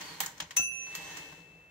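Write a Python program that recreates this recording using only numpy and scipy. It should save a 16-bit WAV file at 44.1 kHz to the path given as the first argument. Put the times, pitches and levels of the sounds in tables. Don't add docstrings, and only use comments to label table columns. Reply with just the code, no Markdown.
import sys
import numpy as np
from scipy import signal
from scipy.fft import rfft, irfft
from scipy.io import wavfile
from scipy.ndimage import uniform_filter1d, map_coordinates

SR = 44100
rng = np.random.default_rng(int(sys.argv[2]) if len(sys.argv) > 2 else 0)


def transcribe(u):
    v = np.clip(np.atleast_2d(u).T, -1, 1)
    q = np.round(v * 32767).astype(np.int16)
    wavfile.write(sys.argv[1], SR, q)


N = 74970
T = np.arange(N) / SR
HZ = np.maximum(np.fft.rfftfreq(N, 1 / SR), 1)

# pitch_hz, side_minus_mid_db
STEREO_WIDTH = [(60, -12.5), (140, -17.5), (300, -15), (600, -7), (1200, -1.5), (2500, -1), (7000, 0),
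                (14000, -2)]
# pitch_hz, relative_db
ROOM_COLOUR = [(25, -11), (45, 1.5), (68, 3), (100, 1.5), (160, 0.5), (230, -9.5), (480, -1.5), (1000, -13),
               (2500, -13.5), (6000, -38), (15000, -32)]
RUMBLE_COLOUR = [(40, -22), (70, -14), (105, -25), (165, -2), (225, -20), (305, -8.5), (380, -19),
                 (480, -9.5), (900, -64), (3000, -78.5)]
OUT_COLOUR = [(100, -13), (300, -5.5), (600, -13.5), (850, -3), (2200, -3), (3600, -6.5), (4550, -10),
              (5200, -8.5), (7000, -11), (10000, -18.5), (15000, -18)]
BACK_COLOUR = [(100, -18), (300, -1.5), (600, -5), (900, 0.5), (1400, -2.5), (1900, 3.5), (2400, -2),
               (3200, 0), (5000, -6), (6300, -4), (7500, -6.5), (10000, -16), (15000, -14)]
CLACK_COLOUR = [(60, -35), (250, -15), (550, -12), (850, 1), (1500, 4.5), (2800, 4.5), (5000, 2),
                (7200, 4.5), (10500, -7), (14500, 2)]
# time_s, level_db
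RUMBLE_LEVEL = [(0, -64.5), (.3, -60.5), (.37, -66), (.53, -68), (.9, -65), (1.0, -63), (1.2, -60),
                (1.42, -63), (1.58, -64), (1.66, -81)]
# start_s, gain_db
BUMPS = [(.008, -52), (0.104, -51), (.222, -54.5), (.41, -47), (.805, -59), (.962, -49.5), (1.007, -53),
         (1.094, -57), (1.179, -50.5), (1.315, -54.5), (1.395, -54), (1.555, -63.5)]
# pitch_hz, level_db, fade_s
CASE_BOOM = [(74, -14.5, 0.13), (164.8, 0, 0.13), (305, -8, 0.053)]
SHELL_KNOCK = [(807, -32, .065), (925, -35, .06), (1055, -40, .052), (1567, -41, .07), (1855, -38, .04)]
BENCH_JOLT = [(70.4, -52.5, .4), (111.4, -57, .15), (170, -50.5, 0.22), (315, -49, 0.12), (495, -55, .12),
              (749, -48.5, .05), (924, -62.5, 0.2), (1370, -45.5, 0.12)]
SPRING_PING = [(6960, -46, 0.035), (13350, -45, .1)]
FRAME_HZ = [167, 301, 445, 597, 795, 941, 1055, 1560, 1856, 2200, 3044, 3166, 4300, 6170, 7025]
# width_hz, boost_db
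FRAME_PEAKS = [(30, 10.5), (35, 11.5), (45, 11), (40, 13.5), (60, 9.5), (60, 9.5), (55, 6), (80, 2),
               (100, 5), (80, 1.5), (80, 1.5), (50, 6), (120, 5.5), (250, 4), (120, 8)]
# start_s, length_s, first_hz, last_hz, level_db, pan_db
RAIL_TONES = [(0, .2, 4740, 4200, -51.5, -2), (1.03, .13, 6050, 6390, -55, 1)]
# time_s, level_db
RUN_OUT = [(0, -44.5), (.11, -47), (.19, -50.5), (.25, -49), (.30, -53), (.36, -55.5), (.46, -60),
           (.55, -57.5), (.7, -66)]
RUN_BACK = [(.72, -66), (.83, -62.5), (.93, -52.5), (.99, -49.5), (1.08, -49.5), (1.19, -49.5),
            (1.28, -54.5), (1.38, -59.5), (1.47, -66.5), (1.7, -73.5)]
# start_s, level_db, bass_db, treble_db, attack_s, decay_s, pan_db, part_pitch_hz, part_boost_db
CLACKS = [(0.01, -41, -12, -10, 0.0016, 0.011, 0, 6170, 2.5),
          (.2030, -21, 0.5, 11, 0.00092, 0.0053, -2, 3650, 4.5),
          (0.234, -34, 5, 11, 0.0016, 0.004, 0, 1860, 21), (0.242, -38, 4, 10, 0.0014, .005, -7, 1600, 19),
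          (0.26, -30.5, 6, 5.5, 0.0012, 0.004, 3, 7260, 7.5),
          (.376, -48, 6, -8, 0.0041, 0.0076, 3, 6300, 7), (0.4002, -30, 1, -11, 0.0032, .0063, 2, 3350, 3),
          (0.4203, -40, 10.5, -22, 0.0019, 0.0069, 3, 6600, 14.5),
          (0.507, -40.5, -4.5, -16, 0.0019, 0.008, 0.5, 3400, -2),
          (0.564, -21.5, 1, 4.5, 0.0062, 0.0066, 3, 7600, 7.5),
          (.716, -54, 15, -4, .003, 0.0038, 0, 1290, 4),
          (0.866, -50.5, 10, -12, 0.0023, 0.008, -2, 900, -6),
          (.9497, -33, -4, -1, .0022, 0.0086, 1, 3500, -4),
          (1.166, -40, -2.5, -10, 0.0042, 0.013, -3, 3500, -16),
          (1.323, -47.5, 14, -6, 0.0033, 0.004, 4, 1700, 7)]
BELL_HZ = [2638.3, 2754, 6086, 10326, 15350, 15472]
# delay_s, lasting_db, lasting_fade_s, early_db, early_fade_s, attack_s
BELL_TONES = [(0, -31, 2.2, -29, .5, .008), (0, -47, .55, -52, .2, .0044), (0, -31, .8, -17.5, .18, .002),
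              (0, -38, .76, -25, .044, .0008), (0, -56, .3, -30, .06, .0018),
              (.014, -55, .4, -33, .12, .003)]
# time_s, swell_db, pan_db, right_lag_rad
HUM_SWING = [(.585, -0.5, -11, 2.1), (.66, -2, -8.5, 2.4), (.81, -1, -20, 2.6), (.87, -2, -5, 5.15),
             (.95, 0, 2, 5.2), (1.055, -1.5, -4.5, 7.4), (1.12, -2, 7, 4.9), (1.2, 4, 4.5, 3.8),
             (1.27, 2.5, 10, 2.8), (1.35, 0, 16, 4.9), (1.68, 4.8, 1, 5.3)]
RING_SWING = [(.578, -1.5, 13, 4.2), (.61, -1, 10, 4), (.63, -3, 16, 5.3), (.655, 3.7, 15, 3.9),
              (.69, -3, 5, 4.6), (.73, -3, -2, 8.36), (.77, 4, -3, 8.7), (.83, 10.5, 3, 8.77),
              (.87, 9, 3.5, 9.5), (.95, 0, -5, 10.7)]
SHIMMER_SWING = [(.573, -1, -8, 1), (.585, -7, -3, 5), (.605, 1, 7, 3.5), (.635, 2.5, -20, 3.5),
                 (.66, 2, -4, -2), (.71, 2, -13.5, -1), (.815, -1, -5, 0.1), (.865, 4.5, -1, -2.5),
                 (.92, 2, 4, -1.5)]
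FAINT_SWING = [(.59, 0, -8, 0.91), (.68, 0.0018, 0, .9)]

SMALL_PARTS_DB = 2.2 * np.interp(HZ, np.arange(500) * 45, rng.standard_normal(500))
SMALL_PARTS_DB *= np.clip(HZ / 1500 - .5, 0, 1)
TEETH_PER_S, FULL_SPEED_DB, DB_PER_TENFOLD_SPEED = 148, -45.5, 57.5
TICK_DECAY_S, TICK_SPREAD_DB, RUB_SHARE = .0076, 1.5, .5
BASS_HZ, TREBLE_HZ, CLACK_HOLD_S, RATTLE_DB = 1320, 8100, .0035, 2.5
TAIL_DB, TAIL_DECAY_S, TAIL_DULL_HZ = -8.5, .03, 6000
LEFT_RIGHT = np.array([[.5], [-.5]])


def from_db(db):
    return 10 ** (np.asarray(db) / 20)


def rms_one(x):
    return x / np.sqrt(np.mean(x ** 2) + 1e-20)


def since(start):
    return np.maximum(T - start, 0)


def over_time(rows):
    return np.interp(T, *np.transpose(rows))


def over_pitch(points):
    hz, db = np.transpose(points)
    return np.interp(np.log(HZ), np.log(hz), db)


def panned(pan_db):
    gains = from_db(LEFT_RIGHT * pan_db)
    return gains / np.sqrt(np.mean(gains ** 2, axis=0))


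def noise(colour_db):
    mid, side = rfft(rng.standard_normal((2, N))) * from_db(colour_db)
    side = side * from_db(over_pitch(STEREO_WIDTH))
    return rms_one(irfft(np.array([mid + side, mid - side]), N))


def flutter(samples):
    return rms_one(uniform_filter1d(rng.standard_normal(N), samples))


def peak(hz, width_hz, db):
    return db / (1 + (2 * (HZ - hz) / width_hz) ** 2)


def frame_db():
    return sum(peak(hz, width, db) for hz, (width, db) in zip(FRAME_HZ, FRAME_PEAKS)) + SMALL_PARTS_DB


def room(level_db):
    return from_db(level_db) * noise(over_pitch(ROOM_COLOUR))


def struck_part(tones, start_s, swell_s, pan_db):
    t, fading_s = since(start_s), since(start_s + swell_s)
    ringing = 0
    for hz, db, fade_s in tones:
        ringing += from_db(db - 60 * fading_s / fade_s) * np.sin(2 * np.pi * (hz * t + rng.random()))
    unsteady = from_db(2.5 * flutter(samples=200))
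    return np.minimum(t / swell_s, 1) * ringing * unsteady * panned(pan_db)


def rollers():
    rumble = from_db(over_time(RUMBLE_LEVEL)) * noise(over_pitch(RUMBLE_COLOUR))
    booms = sum(from_db(db) * struck_part(CASE_BOOM, s, swell_s=.016, pan_db=-.5) for s, db in BUMPS)
    return rumble + booms


def singing_rail():
    out = 0
    for start_s, length_s, first_hz, last_hz, db, pan_db in RAIL_TONES:
        progress = np.clip(since(start_s) / length_s, 0, 1)
        pitch_hz = first_hz + (last_hz - first_hz) * progress
        tone = np.exp(2j * np.pi * np.cumsum(pitch_hz) / SR)
        wobbles = uniform_filter1d([flutter(samples=90) for _ in range(4)], 90)
        rough = wobbles[::2] + 1j * wobbles[1::2]
        swell = np.sqrt(4 * progress * (1 - progress))
        out += from_db(db) * swell * rms_one((rough * tone).real) * panned(pan_db)
    return out


def wander(sound, depth=.012, drift_s=.09):
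    place = np.cumsum(1 + depth * flutter(samples=int(drift_s * SR)))
    return np.array([map_coordinates(side, [place], order=3, mode="mirror") for side in sound])


def carriage_slide(run, colour, gain_db):
    level_db = over_time(run)
    speed = 10 ** ((level_db - FULL_SPEED_DB) / DB_PER_TENFOLD_SPEED)
    teeth_passed = np.cumsum(TEETH_PER_S * speed * (1 + .15 * flutter(samples=300))) / SR
    new_tooth = np.diff(np.floor(teeth_passed), prepend=0) > 0
    ticks = new_tooth * from_db(TICK_SPREAD_DB * np.clip(rng.standard_normal(N), -2, 2))
    tick_power = signal.lfilter([1], [1, -np.exp(-2 / (TICK_DECAY_S * SR))], ticks + 1e-18)
    tick_power /= TEETH_PER_S * TICK_DECAY_S / 2
    whirr = np.sqrt(RUB_SHARE + (1 - RUB_SHARE) * tick_power)
    fade_in = np.clip((T - run[0][0]) / .02 + 1, 0, 1)
    fade_out = np.clip((run[-1][0] - T) / .02 + 1, 0, 1)
    frame_noise = wander(noise(over_pitch(colour) + frame_db()))
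    return fade_in * fade_out * from_db(level_db + gain_db) * whirr * frame_noise


def clacks():
    body_db = over_pitch(CLACK_COLOUR) + frame_db()
    bass = 1 / (1 + (HZ / BASS_HZ) ** 4)
    treble = 1 / (1 + (TREBLE_HZ / HZ) ** 4)
    dulling_db = 10 * np.log10(1 + (HZ / TAIL_DULL_HZ) ** 2)
    out = 0
    for start_s, db, bass_db, treble_db, attack_s, decay_s, pan_db, part_hz, part_db in CLACKS:
        t = since(start_s)
        colour_db = body_db + bass_db * bass + treble_db * treble + peak(part_hz, part_hz / 2.7, part_db)
        rattle = from_db(RATTLE_DB * flutter(samples=40))
        crack = np.exp(-since(start_s + CLACK_HOLD_S) / decay_s) * rattle * noise(colour_db)
        tail = from_db(TAIL_DB) * np.exp(-t / TAIL_DECAY_S) * noise(colour_db - dulling_db)
        out += from_db(db) * np.minimum(t / attack_s, 1) * (crack * panned(pan_db) + tail)
    return out


def bell(start_s):
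    swings = [HUM_SWING, FAINT_SWING, RING_SWING, SHIMMER_SWING, FAINT_SWING, FAINT_SWING]
    out = 0
    for hz, row, swing in zip(BELL_HZ, BELL_TONES, swings):
        delay_s, lasting_db, lasting_fade_s, early_db, early_fade_s, attack_s = row
        t = since(start_s + delay_s)
        times, *columns = np.transpose(swing)
        swell_db, pan_db, lag_rad = (np.interp(T, times, column) for column in columns)
        early = from_db(early_db - 60 * t / early_fade_s)
        lasting = from_db(lasting_db - 60 * t / lasting_fade_s)
        level = np.minimum(t / attack_s, 1) * (early + lasting) * from_db(swell_db)
        out += level * panned(pan_db) * np.sin(2 * np.pi * hz * t + LEFT_RIGHT * lag_rad)
    return out


def scene():
    run_out = carriage_slide(RUN_OUT, OUT_COLOUR, gain_db=1)
    run_back = carriage_slide(RUN_BACK, BACK_COLOUR, gain_db=4)
    rolling = rollers()
    knock = struck_part(SHELL_KNOCK, start_s=.205, swell_s=.0044, pan_db=-5)
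    jolt = struck_part(BENCH_JOLT, start_s=.587, swell_s=.0092, pan_db=2)
    ping = struck_part(SPRING_PING, start_s=.953, swell_s=.003, pan_db=1)
    carriage = run_out + run_back + rolling + singing_rail() + clacks()
    return carriage + knock + jolt + ping + bell(start_s=.568) + room(level_db=-63)


def record(dry):
    bass_cut = signal.butter(3, 45, "high", fs=SR, output="sos")
    treble_cut = signal.ellip(10, .3, 70, 15700, fs=SR, output="sos")
    return signal.sosfilt(treble_cut, signal.sosfilt(bass_cut, dry))


dry = scene()
out = record(dry)
transcribe(out)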